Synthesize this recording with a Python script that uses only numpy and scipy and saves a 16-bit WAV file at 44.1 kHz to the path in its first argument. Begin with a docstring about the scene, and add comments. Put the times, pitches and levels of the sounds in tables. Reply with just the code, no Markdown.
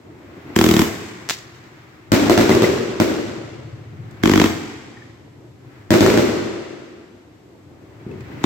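"""A firework cake fires two quick volleys in a yard at night, and a third just begins. Each lift charge
sends out a shock wave, heard as a sharp crack, and sets its tube resonating with a hollow thump. About
a second and a half after a volley its shells burst overhead; houses and trees reflect every bang. Fuses
and comets hiss, a star crackles, and far fireworks thud over a low hum and the rumble of the town.
A phone's microphone colours the sound and its limiter holds down the peaks."""
import sys
import numpy as np
from scipy import signal
from scipy.fft import rfft, irfft
from scipy.io import wavfile
from scipy.ndimage import uniform_filter1d, minimum_filter1d

SR = 44100
rng = np.random.default_rng(int(sys.argv[2]) if len(sys.argv) > 2 else 0)


def output_pcm(signal):
    """Save a mono or channel-first signal as 16-bit PCM at the path in sys.argv[1].

    Samples are clipped to [-1, 1] before scaling.
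    """
    pcm = np.clip(np.atleast_2d(signal).T, -1, 1) * 32767
    wavfile.write(sys.argv[1], SR, np.round(pcm).astype(np.int16))


N = 372644

# volleys, lit by a fuse that runs from tube to tube: (first shot [s], gap between shots [s], shots,
# level [dB], treble gain [dB], fuse level [dB], comet level [dB], comet burn time [s])
VOLLEYS = [(0.562, .0255, 11, 0.5, 2, -42, -40, 3.3), (4.235, .0203, 12, -.5, -4, -45.5, -64, .78),
           (8.44, .023, 11, -2, -9, -40.5, -47, 1)]
# low resonances of a shell burst: (frequency [Hz], level [dB], decay time T60 [s])
BURST_MODES = [(116.6, -18, 0.035), (245, 3, 0.018), (322, -6.5, 0.066), (447, -17.5, 0.022)]
# echo spectra of launches and far thuds, and of snaps and pings: (frequency [Hz], level [dB])
LAUNCH_ECHO = [(50, -2.5), (110, 6), (200, -2), (350, 1.5), (550, 5), (1050, 2), (2200, 5.5), (2700, 3.5),
               (3300, 0.5), (4500, 6.5), (7000, 7), (14000, 10.5)]
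SNAP_ECHO = [(200, -3.5), (1000, -13.5), (4000, -1.5), (14000, -4)]


def undb(db):
    """Amplitude ratio of a level in decibels."""
    return 10 ** (np.asarray(db) / 20)


def on_log_axis(points, hz):
    """Interpolation of (frequency [Hz], value) points on a logarithmic frequency axis."""
    frequencies, values = np.transpose(points)
    return np.interp(np.log(np.maximum(hz, 1)), np.log(frequencies), values)


def convolve(x, response):
    """Linear filtering: convolution with an impulse response, cut to the input's length."""
    return signal.fftconvolve(np.atleast_2d(x), np.atleast_2d(response), axes=1)[:, :x.shape[-1]]


def colour(points, size=4096):
    """Minimum-phase impulse response of a spectrum, by folding its cepstrum onto positive time."""
    magnitude = undb(on_log_axis(points, np.fft.rfftfreq(size, 1 / SR)))
    cepstrum = irfft(np.log(magnitude))
    cepstrum[1:size // 2] *= 2
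    cepstrum[size // 2 + 1:] = 0
    return irfft(np.exp(rfft(cepstrum)))


def unit(response):
    """Normalisation to a mean energy of one per channel."""
    return response / np.sqrt(np.mean(np.sum(response ** 2, axis=-1)))


def add(track, start_s, sound):
    """Superposition: a sound adds to the track from its start time on."""
    i = int(start_s * SR)
    part = sound[..., :max(N - i, 0)]
    track[:, i:i + part.shape[-1]] += part


def stereo_noise(size, apart_hz=800, bass_apart=0.073):
    """Spatial coherence: two microphone ports receive nearly the same bass but unrelated treble."""
    mid, side = rng.standard_normal((2, size))
    treble = signal.lfilter(*signal.butter(1, apart_hz, "high", fs=SR), side)
    side = treble + bass_apart * (side - treble)
    return np.array([mid + side, mid - side]) / np.sqrt(2)


def wavering(spectrum, flicker_db, rate_hz, bass_apart):
    """Random amplitude modulation makes coloured noise flicker; unit RMS."""
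    flicker = np.interp(np.arange(N) / SR * rate_hz, np.arange(1024), rng.standard_normal(1024))
    noise = stereo_noise(N, bass_apart=bass_apart)
    sound = convolve(noise, colour(spectrum)) * undb(flicker_db * flicker)
    return sound / np.std(sound)


def yard(x, tint, near_db, near_s, build_s, patchy_db, late_hz=600):
    """Reverberation: dense early reflections off near walls, a long tail off far houses and trees."""
    # reverberation time among the houses: (frequency [Hz], decay time T60 [s])
    decay_times = [(100, 1.27), (330, 1.45), (800, 1.645), (2000, 1.89), (4000, 1.66), (7500, 1.44),
                   (13000, 0.76)]
    size = 2 * SR
    t = np.arange(size) / SR
    hz = np.fft.rfftfreq(size, 1 / SR)
    # single surfaces stand out as louder patches
    patches = np.interp(t, np.linspace(0, 2, 500), rng.standard_normal(500))
    spectrum = rfft(stereo_noise(size, bass_apart=0.033) * undb(patchy_db * patches))
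    centres = np.transpose(decay_times)[0]
    tail = 0
    for share, (centre, t60) in zip(np.eye(len(decay_times)), decay_times):
        band = irfft(spectrum * on_log_axis(np.c_[centres, share], hz))
        build = 1 - np.exp(-t / (build_s * (1 + late_hz / centre)))  # low bands build up later
        tail = tail + band * build * np.exp(-np.log(1000) * t / t60)
    tail = tail * (1 + undb(near_db) * np.exp(-t / near_s))
    return convolve(convolve(x, unit(tail)), colour(tint))


def crack(fade_s, gas_db, gas_s, front=0.6, size=2048):
    """Shock wave: a steep front, a brief ragged decay, then a short rush of gas; unit energy."""
    t = np.arange(size) / SR
    envelope = np.exp(-(t / fade_s) ** 2) + undb(gas_db) * np.exp(-t / gas_s)
    return unit(stereo_noise(size, apart_hz=990) * envelope + front * signal.unit_impulse(size))


def thump(modes, rise_s, detune=0.067, lag_s=0.00026, size=6000):
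    """Damped resonance: a pressure wave rings a few modes, detuned each time and offset at each port."""
    hz, db, t60 = np.transpose(modes)[:, :, None, None]
    hz = hz * np.exp(detune * rng.standard_normal(hz.shape))
    t = np.maximum(np.arange(size) / SR - lag_s * rng.standard_normal((2, 1)), 0)
    rings = undb(db) * np.exp(-np.log(1000) * t / t60) * np.sin(2 * np.pi * hz * t)
    return rings.sum(axis=0) * (1 - np.exp(-t / rise_s))


def night_air(level_db=-58.5):
    """Ambient noise floor: the faint, steady broadband hiss of the night air."""
    # spectrum of the air: (frequency [Hz], level [dB])
    air_spectrum = [(410, -34), (700, -9.5), (1800, -11.5), (6480, -20), (9350, -18), (13100, -20),
                    (16000, -36)]
    return undb(level_db) * wavering(air_spectrum, flicker_db=.3, rate_hz=20, bass_apart=.8)


def hum(throb_hz=14.5, jitter_s=.004, scatter_db=2, throb_db=-4):
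    """Narrow-band noise hums low; a nearly periodic pulse train in the same band makes it throb."""
    # spectrum of the hum: (frequency [Hz], level [dB])
    hum_spectrum = [(50, -19), (95, 4.5), (112, 10.5), (135, 7.5), (200, -10.5), (1000, -78)]
    # envelope of the hum: (time [s], level [dB])
    hum_levels = [(0, -52.5), (1.2, -50.5), (2.2, -51), (4.1, -36.5), (5.1, -49), (5.9, -47), (7.2, -62),
                  (8.4, -40.5)]
    beats = np.zeros((1, N))
    count = int(N / SR * throb_hz)
    for k, (late, strong) in enumerate(rng.standard_normal((count, 2))):
        add(beats, max(k / throb_hz + jitter_s * late, 0), undb([scatter_db * strong]))
    throb = convolve(beats, colour(hum_spectrum))
    drone = wavering(hum_spectrum, flicker_db=2.0, rate_hz=13, bass_apart=0.11)
    sound = undb(throb_db) * throb / np.std(throb) + drone
    level_db = np.interp(np.arange(N) / SR, *np.transpose(hum_levels))
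    return undb(level_db) * sound / np.std(sound)


def combustion_power(roar_db=3):
    """Incoherent sources add in power: a fuse hisses and roars up to each volley, comets fade after it."""
    fuse_rise, roar_rise, comet_fade, burn_out = 27.5, 17, 7.5, 120  # [dB/s]
    t = np.arange(N) / SR
    hiss_power, roar_power = 0, 0
    for start, *_, fuse_db, comet_db, burn_s in VOLLEYS:
        before, after = np.maximum(start - t, 0), np.maximum(t - start, 0)
        spent = np.maximum(after - burn_s, 0)
        flame_db = fuse_db - burn_out * after
        fuse = undb(flame_db - fuse_rise * before)
        comets = (t > start) * undb(comet_db - comet_fade * after - burn_out * spent)
        hiss_power += fuse ** 2 + comets ** 2
        roar_power += undb(flame_db + roar_db - roar_rise * before) ** 2
    return hiss_power, roar_power


def rumble(roar_power, town_db=-47.5):
    """Low-frequency noise: the town's steady rumble and the fuse's roar add in power."""
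    # spectrum of the rumble: (frequency [Hz], level [dB])
    town_spectrum = [(25, -31), (60, 0), (110, 0), (170, -4), (250, -2), (330, 4), (450, -6.5),
                     (700, -12.5), (1200, -21.5), (5000, -65)]
    amplitude = np.sqrt(undb(town_db) ** 2 + roar_power)
    return amplitude * wavering(town_spectrum, flicker_db=1.5, rate_hz=29, bass_apart=0.049)


def far_thuds():
    """Low-pass transmission: of distant fireworks only a soft thump and its echo arrive."""
    # distant bursts: (time [s], level [dB])
    far_bursts = [(5.548, -38), (8.064, -15), (8.085, -23.5), (8.3, -24)]
    thuds = np.zeros((2, N))
    for s, db in far_bursts:
        add(thuds, s, undb(db) * thump(BURST_MODES, rise_s=0.00085))
    thuds = signal.sosfilt(signal.butter(4, 380, fs=SR, output="sos"), thuds)
    echo = yard(thuds, LAUNCH_ECHO, near_db=14.0, near_s=0.066, build_s=0.015, patchy_db=2.5)
    return thuds + undb(7.5) * echo


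def flame_hiss(hiss_power, swell_s=5.77, width_s=0.16, swell_db=-50.5):
    """Combustion noise of fuses and comets; it swells briefly before the second volley's shells burst."""
    # spectrum of the hiss: (frequency [Hz], level [dB])
    hiss_spectrum = [(200, -21), (600, 5), (1000, 8.5), (2100, 8.5), (3000, -0.5), (5000, -8),
                     (8000, -13.5), (16000, -10)]
    t = np.arange(N) / SR
    swell = undb(swell_db) * np.exp(-((t - swell_s) / width_s) ** 2)
    amplitude = np.sqrt(hiss_power + swell ** 2)
    return amplitude * wavering(hiss_spectrum, flicker_db=.7, rate_hz=80, bass_apart=.8)


def pings(peak_s=0.0025, size=2000):
    """Heavily damped sinusoids swell and die within milliseconds, and the yard echoes them."""
    # short pings among the bangs: (time [s], frequency [Hz], level [dB])
    tones = [(2.513, 2050, -15), (2.643, 2040, -12), (3.097, 1526, -22), (4.97, 1850, -36),
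             (5.02, 1770, -35), (8.112, 2590, -42), (8.206, 2500, -42)]
    t = np.arange(size) / SR
    envelope = t / peak_s * np.exp(1 - t / peak_s)
    rings = np.zeros((2, N))
    for s, hz, db in tones:
        phases = 2 * np.pi * rng.random((2, 1))
        add(rings, s, undb(db) * envelope * np.sin(2 * np.pi * hz * t + phases))
    return rings + undb(-9) * yard(rings, SNAP_ECHO, near_db=24, near_s=0.027, build_s=.006, patchy_db=0)


def snaps(pops, crack_db, echo_db, fade_s):
    """Small impulsive sources: tiny charges radiate a snap with little bass, and the yard reflects it."""
    # spectrum of a snap: (frequency [Hz], level [dB])
    snap_spectrum = [(100, -14), (400, -7), (1000, -7.5), (2000, -4.5), (3000, -8), (4500, -8),
                     (8000, -11.5), (16000, -15.5)]
    cracks, blasts = np.zeros((2, 2, N))
    for s, db in pops:
        add(cracks, s, undb(db + crack_db) * crack(fade_s, gas_db=-21.0, gas_s=0.0053))
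        add(blasts, s, undb([db + echo_db]))
    echo = yard(blasts, SNAP_ECHO, near_db=22, near_s=0.039, build_s=0.002, patchy_db=3.5)
    return convolve(cracks + echo, unit(colour(snap_spectrum)))


def fuse_sparks(lead_s=.006, spit_db=-28):
    """Weak transients: the fuse spits just before each volley, and stray sparks snap."""
    # stray sparks: (time [s], level [dB])
    sparks = [(4.11, -40), (8.113, -45), (8.206, -39)]
    spits = [(start - lead_s, spit_db) for start, *_ in VOLLEYS]
    return snaps(spits + sparks, crack_db=17, echo_db=14, fade_s=.007)


def crackling_star():
    """An irregular train of very short shocks: one star pops apart."""
    # pops of the star: (time [s], level [dB])
    pops = [(1.2899, 1.5), (1.2973, 9), (1.3013, -13.5), (1.3060, -15), (1.3086, -0.5), (1.3133, -15)]
    return snaps(pops, crack_db=5.0, echo_db=4.5, fade_s=0.0003)


def buffet(blasts, relative_db=-17, top_hz=75, follow_s=0.024):
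    """Flow noise: the air of each blast shakes the two ports separately with a deep rumble."""
    power = uniform_filter1d(np.mean(blasts ** 2, axis=0), int(follow_s * SR))
    gusts = signal.sosfilt(signal.butter(3, top_hz, fs=SR, output="sos"), rng.standard_normal((2, N)))
    return undb(relative_db) * np.sqrt(np.abs(power)) * gusts / np.std(gusts)


def bangs(shots, tint, modes, crack_db, thump_db, blast_db, fade_s, delay_s, rise_s):
    """Shock, then resonance: returns the direct sound and the clean blast that excites the yard."""
    cracks, thumps, blasts = np.zeros((3, 2, N))
    for s, sharp_db, low_db in shots:
        add(cracks, s, undb(sharp_db + crack_db) * crack(fade_s, gas_db=-20, gas_s=.012))
        add(thumps, s + delay_s, undb(low_db + thump_db) * thump(modes, rise_s))
        add(blasts, s, undb([sharp_db + blast_db]))
    response = unit(colour(tint))
    return convolve(cracks, response) + thumps, convolve(blasts, response) + thumps


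def shell_bursts():
    """Blast waves from overhead reflect off the ground and a house wall, and the street reverberates."""
    # bursting shells: (time [s], level [dB])
    shells = [(2.1186, -1.5), (2.267, -22), (2.2965, -4.5), (2.3764, -5.5), (2.411, -11.5), (2.4932, -7.5),
              (2.5154, -16.5), (2.5493, -15.5), (2.6206, -7.5), (3, -7.5), (5.9055, -4), (5.939, -8),
              (6.0068, -6.5), (6.0276, -12.5), (6.0626, -10), (6.1, -12.5), (6.14, -16.5), (6.1746, -9.5),
              (6.225, -26)]
    # spectra of their crack and of their echo: (frequency [Hz], level [dB])
    crack_spectrum = [(100, -6), (620, 11), (850, 1.5), (2200, -4.5), (3000, -8.5), (5000, -10.5),
                      (8000, -14), (16000, -16.5)]
    echo_spectrum = [(50, -11), (110, 2), (180, 1), (330, 4.5), (470, 4.5), (620, 1), (900, 2), (2500, 4),
                     (7000, 3.5), (14000, 7)]
    thump_slope = 0.71  # [dB per dB of crack]: a fainter shell loses more crack than thump
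    shots = [(s, db, thump_slope * db) for s, db in shells]
    direct, blast = bangs(shots, crack_spectrum, BURST_MODES, crack_db=22.5, thump_db=3.5, blast_db=17.5,
                          fade_s=0.0038, delay_s=0.001378, rise_s=0.00072)
    echo = yard(blast, echo_spectrum, near_db=11.0, near_s=0.016, build_s=.014, patchy_db=1.0)
    sound = direct + undb(3.5) * echo
    reflection = signal.lfilter(*signal.butter(1, 1100, fs=SR), direct)
    add(sound, .0096, undb(-6.0) * reflection)  # ground
    add(sound, .018, undb(-2.5) * reflection)  # house wall
    return sound


def firing_sequence(jitter_s=.0016, scatter_db=2, last_shot_db=-5):
    """Quasi-periodic ignition of unequal tubes: rows of (time [s], crack level [dB], thump level [dB])."""
    shots = []
    for start, gap, tubes, db, *_ in VOLLEYS:
        chance = rng.standard_normal((tubes, 2))
        chance[0] = 0  # the first shot is on time and at the volley's level
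        for k, (late, sharp) in enumerate(chance):
            charge_db = db + last_shot_db * (k == tubes - 1)
            shots.append((start + k * gap + jitter_s * late, charge_db + scatter_db * sharp, charge_db))
    return shots


def volley_treble(x, shelf_hz=7000):
    """A high shelf makes each volley brighter or duller than the others."""
    treble = signal.sosfiltfilt(signal.butter(2, shelf_hz, "high", fs=SR, output="sos"), x)
    gain = np.ones(N)
    for start, _, _, _, treble_db, *_ in VOLLEYS:
        gain[int(start * SR):] = undb(treble_db)
    return x + (gain - 1) * treble


def launches():
    """Impulse excitation of a resonator: each lift charge cracks at the muzzle and its tube thumps."""
    # spectrum of the muzzle crack: (frequency [Hz], level [dB])
    crack_spectrum = [(100, -13), (700, 1.5), (1050, 2.5), (1400, -2), (2100, -2), (2700, -6.5),
                      (3300, -4.5), (4100, -10.5), (8000, -13), (16000, -13.5)]
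    # resonances of a launch tube: (frequency [Hz], level [dB], decay time T60 [s])
    tube_modes = [(107, -16.5, 0.048), (231, 2, 0.021), (308, -5, 0.044), (3300, -17, 0.02)]
    direct, blast = bangs(firing_sequence(), crack_spectrum, tube_modes, crack_db=11.5, thump_db=3.5,
                          blast_db=8.5, fade_s=.0036, delay_s=.003, rise_s=0.0021)
    echo = yard(blast, LAUNCH_ECHO, near_db=7.5, near_s=.051, build_s=.0027, patchy_db=2.5)
    return volley_treble(direct + undb(-5.5) * echo)


def scene():
    """Superposition of volleys and bursts, the small sounds of the fire and the night around them."""
    blasts = launches() + shell_bursts()
    small_sounds = crackling_star() + fuse_sparks()
    foreground = blasts + buffet(blasts) + small_sounds + pings()
    hiss_power, roar_power = combustion_power()
    return foreground + far_thuds() + rumble(roar_power) + flame_hiss(hiss_power) + night_air() + hum()


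def record(dry, ceiling=.92, hold_s=.006, top_hz=16000):
    """Transduction in a phone: microphone response, look-ahead limiting per channel, then a low-pass."""
    # response of the ports, notched in the treble: (frequency [Hz], gain [dB])
    port_response = [(20, -38), (45, -10), (90, 1), (7700, -1.5), (9300, -13.5), (10200, -14.5),
                     (12000, -7.5), (16000, -9.5)]
    # unequal sensitivity of the ports: (frequency [Hz], left minus right [dB])
    port_balance = [(50, 3), (250, 0.5), (600, 2), (3500, 0.9), (8000, -1.2), (12000, 3.5)]
    ports = [colour([(hz, side * db / 2) for hz, db in port_balance]) for side in (1, -1)]
    picked_up = convolve(convolve(dry, colour(port_response)), np.array(ports))
    hold = int(hold_s * SR)
    gain = ceiling / np.maximum(np.abs(picked_up), ceiling)
    gain = uniform_filter1d(minimum_filter1d(gain, hold), hold)
    return signal.sosfilt(signal.ellip(10, .2, 80, top_hz, fs=SR, output="sos"), picked_up * gain)


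dry = scene()
out = record(dry)
output_pcm(out)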